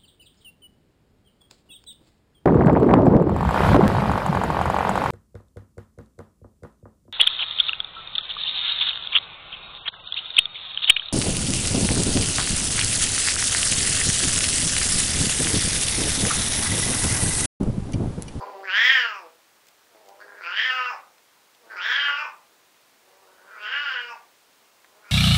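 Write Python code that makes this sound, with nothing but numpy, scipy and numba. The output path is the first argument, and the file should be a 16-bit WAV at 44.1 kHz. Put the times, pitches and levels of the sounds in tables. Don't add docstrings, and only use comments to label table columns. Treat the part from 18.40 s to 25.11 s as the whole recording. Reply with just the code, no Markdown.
import sys
import numpy as np
from scipy import signal
from scipy.fft import rfft, irfft
from scipy.io import wavfile
from scipy.ndimage import uniform_filter1d
from numba import njit

SR = 44100
rng = np.random.default_rng(int(sys.argv[2]) if len(sys.argv) > 2 else 0)


def wav_out(sig):
    wavfile.write(sys.argv[1], SR, np.round(np.clip(np.atleast_2d(sig).T, -1, 1) * 32767).astype(np.int16))


def level_to_linear(level):
    exponent = np.asarray(level, float) / 20
    return 10 ** exponent


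N = 295911

# start_s, pitch_hz, level_db, jaw_resonance_hz, lips_open (0-1)
YOWL_1 = [
    [(0, 204.5, -33, 990, 0.08), (.04, 202.4, -50.5, 1020, 0.05), (.17, 193.7, -48, 840, 0.09),
     (.225, 194.3, -50, 790, 0.04)],
    [(.24, 197.5, -39.5, 1700, 0.16), (.305, 182.4, -26.5, 1500, 0.57), (.39, 221.7, -17.5, 1810, 0.92),
     (.46, 250.2, -17.5, 1916, 0.89), (.522, 274.6, -18, 1804, 0.83), (.6, 246.3, -21.5, 1664, 0.71),
     (.75, 200.1, -38, 1158, 0.5), (.86, 161.4, -56, 845, 0.23), (.97, 159, -94, 750, 0.7)],
]
YOWL_2 = [
    [(1.5, 238.7, -83, 980, 0.07), (1.62, 203.8, -70, 823.4, .1), (1.694, 200.1, -52, 809, .1),
     (1.785, 193.4, -69, 890, 0.093), (1.806, 207.2, -38, 1538, 0.1), (1.85, 200.5, -56, 1675, .12),
     (1.99, 206.1, -47.5, 1566, 0.095)],
    [(2.04, 167.1, -34, 1367, 0.391), (2.11, 179, -33.5, 1411, 0.62), (2.17, 208.5, -25.5, 1750, .74),
     (2.255, 256.6, -25, 1836, 0.84), (2.31, 258.3, -25, 1447, 0.62), (2.495, 242, -30, 1247, .52),
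     (2.53, 195.7, -37, 794, 0.35), (2.575, 171, -56, 694.4, .4), (2.65, 167.7, -83, 695, .38)],
]
YOWL_3 = [
    [(3.18, 239.3, -94, 876, 0.13), (3.276, 225.8, -66, 1526, 0.1), (3.31, 224.6, -39.5, 1534, .1),
     (3.355, 195.3, -43, 1511, 0.14)],
    [(3.365, 178.8, -30.5, 1352, .3), (3.39, 173, -38, 1346, 0.46), (3.44, 206.5, -26, 1655, 1),
     (3.5, 249.5, -25.5, 1632, 0.93), (3.57, 286.4, -24.5, 1677, 0.8), (3.718, 280.8, -30, 1427, 0.65),
     (3.81, 305.6, -31, 1275, 0.48), (3.872, 204, -43, 887, .42), (3.98, 195, -84, 831.6, 0.44)],
]
YOWL_4 = [
    [(4.62, 195, -85, 984, 0.029), (4.8, 189.4, -75.5, 982, .03), (4.88, 182, -69, 1500, 0.031),
     (5.024, 184.8, -58, 1509, 0.027), (5.124, 214.8, -47.5, 1455, 0.044)],
    [(5.16, 213.3, -45.5, 1370, 0.29), (5.25, 204.1, -35, 1500, 0.72), (5.35, 293.6, -29, 1607, 0.65),
     (5.45, 281, -30.5, 1474, 0.67), (5.56, 243.6, -33, 1544, .69), (5.66, 240.5, -39.5, 1452, .6),
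     (5.71, 239.7, -38.5, 1021, 0.46), (5.76, 186.2, -52.5, 770, 0.32), (5.86, 181, -102, 737, .36)],
]
YOWL_5 = [
    [(6.46, 211.4, -76, 1100, 0.22), (6.55, 203.5, -81, 993, 0.18), (6.628, 211.8, -54, 1490, 0.265),
     (6.71, 205.9, -43.5, 1217, .45)],
]
# start_s, end_s, lips_shut_db, lips_open_db
THROAT_HUMS = [
    (-.05, 0.864, -38.5, -50.5),
    (1.558, 2.49, -53, -54),
    (3.251, 3.837, -50.5, -56.5),
    (4.675, 5.689, -60.5, -56),
    (6.542, 6.661, -46, -70),
]
# time_s, roughness (0-1), room_db
WALK_AWAY = [(0, .3, 2), (.16, .12, -3), (.3, .2, -6), (.8, .24, -6), (2.3, .43, -2), (3.6, .66, 0),
             (5.4, .6, 2), (6.7, .6, 2)]
# frequency_hz, density_db (per Hz)
HISS_COLOUR = [(20, -23.5), (60, -16), (125, -11.5), (250, -5.5), (400, -2), (600, -1), (1000, -1),
               (2000, -4), (4000, -7), (7000, -10.5), (9500, -12), (11000, -12.5)]
# start_s, peak_db, pitch_hz, t60_s
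CLAW_LIP_TICKS = [(1.2692, -46, 4500, .006), (1.2842, -42, 4500, .006), (1.2866, -43, 3800, .008),
                  (1.66, -48, 4200, .01), (1.6876, -43, 4200, .025), (2.7814, -46, 2700, .02),
                  (3.1482, -45, 2600, .025), (6.4448, -40, 1200, .045)]

THROAT_HZ, THROAT_WIDTH_HZ = 415, 280
MOUTH_WIDTH_HZ, TONGUE_WIDTH_HZ, FRONT_WIDTH_HZ, SKIRT_WIDTH_HZ = 190, 260, 800, 1450
TONGUE_SHUT_HZ, TONGUE_OPEN_HZ, FRONT_ABOVE_TONGUE_HZ = 1708, 3488, 1830
TONGUE_DB, TONGUE_MUFFLE_DB, TONGUE_CLOSING_DB, FRONT_DB = -4.5, -29, -4, -20.5
LIPS_PARTED = 0.408
JAW_CLOSING_START_HZ, JAW_CLOSING_END_HZ = 1500, 1100
FRONT_LIFT_HZ, FRONT_LIFT_DB = 750, 4.5
HUM_ATTACK_DB_PER_S, HUM_RELEASE_DB_PER_S = 295, 199
SHUT_ROUGHENS, ROUGHEST = 4.0, 1.0
DOUBLING_DB, DOUBLING_FROM = 4.0, 0.75
ROOM_T60_S, FIRST_ECHO_S, WALL_CUT_HZ = 0.42, 0.0046, 4300
MIC_LOW_CUT_HZ, HISS_DB = 410, -59.5
STARVE_HIGH_DB, STARVE_LOW_DB, STARVE_SPREAD_DB = -34, -33.5, 5
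SPARED_FROM_HZ, SPARED_TO_HZ, SPARED_DB = 161.4, 7470, -24.5
MIRROR_DB, CUTOFF_HZ = -2, 15700


def rms_one(x):
    return x / np.sqrt(np.mean(x ** 2) + 1e-20)


def evened(x):
    return x / np.sqrt(uniform_filter1d(x ** 2, size=1800) + 1e-12)


def in_time(rows):
    rows = np.asarray(rows)
    return [np.interp(np.arange(N) / SR, rows[:, 0], column) for column in rows.T[1:]]


def drift(rate_hz):
    r = np.exp(-2 * np.pi * rate_hz / SR)
    noise = rng.standard_normal(N + SR)
    return rms_one(signal.lfilter([1], [1, -2 * r, r * r], noise)[SR:])


@njit
def resonate(x, hz, width_hz, sr):
    r = np.exp(-np.pi * width_hz / sr)
    out = np.zeros(len(x))
    for i in range(2, len(x)):
        feedback = 2 * r * np.cos(2 * np.pi * hz[i] / sr) * out[i - 1] - r * r * out[i - 2]
        out[i] = x[i] - x[i - 2] + feedback
    return out


def vocal_folds(pitch_hz, rough, jitter=.011, waver=.017, shimmer_db=4.0, breath=2.0):
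    uneven = 1 + rough * (jitter * drift(120) + waver * drift(18))
    turns = np.cumsum(pitch_hz * uneven) / SR
    pulses = sum(np.cos(2 * np.pi * k * turns) for k in range(1, 36)) / 4
    cycle = np.round(turns)
    shimmer = shimmer_db * rough * rng.standard_normal(size=3000)[cycle.astype(int)]
    doubling = DOUBLING_DB * np.clip((rough - DOUBLING_FROM) / 0.11, 0, 1) * (-1) ** cycle
    gate = .5 + .5 * np.cos(2 * np.pi * turns)
    air = breath * rough ** 2 * gate * rng.standard_normal(N)
    return level_to_linear(shimmer + doubling) * pulses + air


def throat_hum_db(shut):
    t = np.arange(N) / SR
    levels = []
    for start, end, shut_db, open_db in THROAT_HUMS:
        held = open_db + (shut_db - open_db) * shut
        attack = np.minimum(0, HUM_ATTACK_DB_PER_S * (t - start))
        release = np.maximum(0, HUM_RELEASE_DB_PER_S * (t - end))
        levels.append(held + attack - release)
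    return np.max(levels, axis=0)


def cat(hoarse):
    calls = np.concatenate(YOWL_1 + YOWL_2 + YOWL_3 + YOWL_4 + YOWL_5)
    pitch_hz, mouth_db, mouth_hz, lips = uniform_filter1d(in_time(calls), size=600, axis=1)
    shut = np.clip(1 - lips / LIPS_PARTED, 0, 1)
    jaw_fall = (JAW_CLOSING_START_HZ - mouth_hz) / (JAW_CLOSING_START_HZ - JAW_CLOSING_END_HZ)
    closing = (1 - shut) * np.clip(jaw_fall, 0, 1)

    throat_hz = np.full(N, float(THROAT_HZ))
    tongue_hz = TONGUE_SHUT_HZ + (TONGUE_OPEN_HZ - TONGUE_SHUT_HZ) * lips
    front_hz = np.maximum(tongue_hz, 2700) + FRONT_ABOVE_TONGUE_HZ + FRONT_LIFT_HZ * closing
    tongue_db = mouth_db + TONGUE_DB + TONGUE_MUFFLE_DB * shut + TONGUE_CLOSING_DB * closing
    front_db = mouth_db + FRONT_DB + FRONT_LIFT_DB * closing

    source = vocal_folds(pitch_hz, np.minimum(hoarse * (1 + SHUT_ROUGHENS * shut), ROUGHEST))
    airy = source + 2.2 * rng.standard_normal(N)
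    tract = [(source, throat_hz, THROAT_WIDTH_HZ, throat_hum_db(shut)),
             (source, mouth_hz, MOUTH_WIDTH_HZ, mouth_db),
             (source, tongue_hz, TONGUE_WIDTH_HZ, tongue_db),
             (airy, front_hz, FRONT_WIDTH_HZ, front_db)]
    voice = 0
    for k, (drive, hz, width_hz, db) in enumerate(tract):
        peak = resonate(drive, hz, float(width_hz), SR)
        on_skirt = resonate(peak, hz, float(max(SKIRT_WIDTH_HZ, 2 * width_hz)), SR)
        level = level_to_linear(db - 1.0 + 2.27 * drift(17))
        voice = voice + (-1) ** k * level * evened(on_skirt)
    return voice


def room(x):
    hz, t, tail = signal.stft(rng.standard_normal(SR // 2), SR, nperseg=256)
    tail *= level_to_linear(-60 * t * (1 + hz[:, None] / WALL_CUT_HZ) / ROOM_T60_S)
    echo = signal.istft(tail, SR, nperseg=256)[1]
    echo[:round(FIRST_ECHO_S * SR)] = 0
    return signal.fftconvolve(x, echo / np.linalg.norm(echo))[:N]


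def hiss():
    hz = np.arange(1, N // 2 + 2) * SR / N
    point_hz, point_db = np.array(HISS_COLOUR).T
    colour = level_to_linear(np.interp(np.log(hz), np.log(point_hz), point_db)) * (hz < SR / 4)
    return level_to_linear(HISS_DB) * rms_one(irfft(rfft(rng.standard_normal(N)) * colour, N))


def ticks():
    size = 2000
    out = np.zeros(N + size)
    t = np.arange(size) / SR
    for start_s, peak_db, hz, t60_s in CLAW_LIP_TICKS:
        band = signal.butter(2, [hz / 1.7, hz * 1.7], "band", fs=SR, output="sos")
        burst = signal.sosfilt(band, rng.standard_normal(size) * level_to_linear(-60 * t / t60_s))
        start = round(start_s * SR)
        out[start:start + size] += level_to_linear(peak_db) * burst / np.abs(burst).max()
    return out[:N]


def scene():
    rough, room_db = in_time(WALK_AWAY)
    mic = signal.butter(2, MIC_LOW_CUT_HZ, "high", fs=SR, output="sos")
    near = signal.sosfilt(mic, cat(rough))
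    wet = level_to_linear(room_db)
    in_room = (near + room(wet * near)) / np.sqrt(1 + wet ** 2)
    return (in_room + ticks() + hiss())[None]


def starve(x):
    frame = dict(fs=SR, nperseg=2048, noverlap=1024, window="cosine")
    hz, _, frames = signal.stft(x, **frame)
    power = np.abs(frames) ** 2
    loud = power[hz < 6000].mean(axis=0)
    low_edges = [0, 45, 90, 130, 175, 215, 260, 300]
    high_edges = list(range(6000, 11500, 350))
    bands = list(zip(low_edges[:-1], low_edges[1:])) + list(zip(high_edges[:-1], high_edges[1:]))
    for low, high in bands:
        band = (hz >= low) & (hz < high)
        below_db = 10 * np.log10(power[band].mean(axis=0) / loud + 1e-12)
        limit_db = STARVE_LOW_DB if low < 300 else STARVE_HIGH_DB
        if SPARED_FROM_HZ <= low < SPARED_TO_HZ:
            limit_db = limit_db + SPARED_DB
        limit_db = limit_db + STARVE_SPREAD_DB * rng.standard_normal(len(loud))
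        kept = 1 / (1 + np.exp(np.clip(2 * (limit_db - below_db), -30, 30)))
        frames[band] *= .01 + .99 * kept
    return signal.istft(frames, **frame)[1][:N]


def band_limit(x):
    return signal.sosfilt(signal.butter(12, 17040, fs=SR, output="sos"), x)


def record(dry):
    half_band = signal.butter(16, SR / 4.02, fs=SR, output="sos")
    half = starve(signal.sosfiltfilt(half_band, dry[0]))
    mirror = half * (-1) ** np.arange(N)
    top_cut = signal.ellip(14, .5, 70, CUTOFF_HZ, fs=SR, output="sos")
    both = signal.sosfilt(top_cut, half + level_to_linear(MIRROR_DB) * mirror)
    return band_limit(both[None])


dry = scene()
out = record(dry)
wav_out(out)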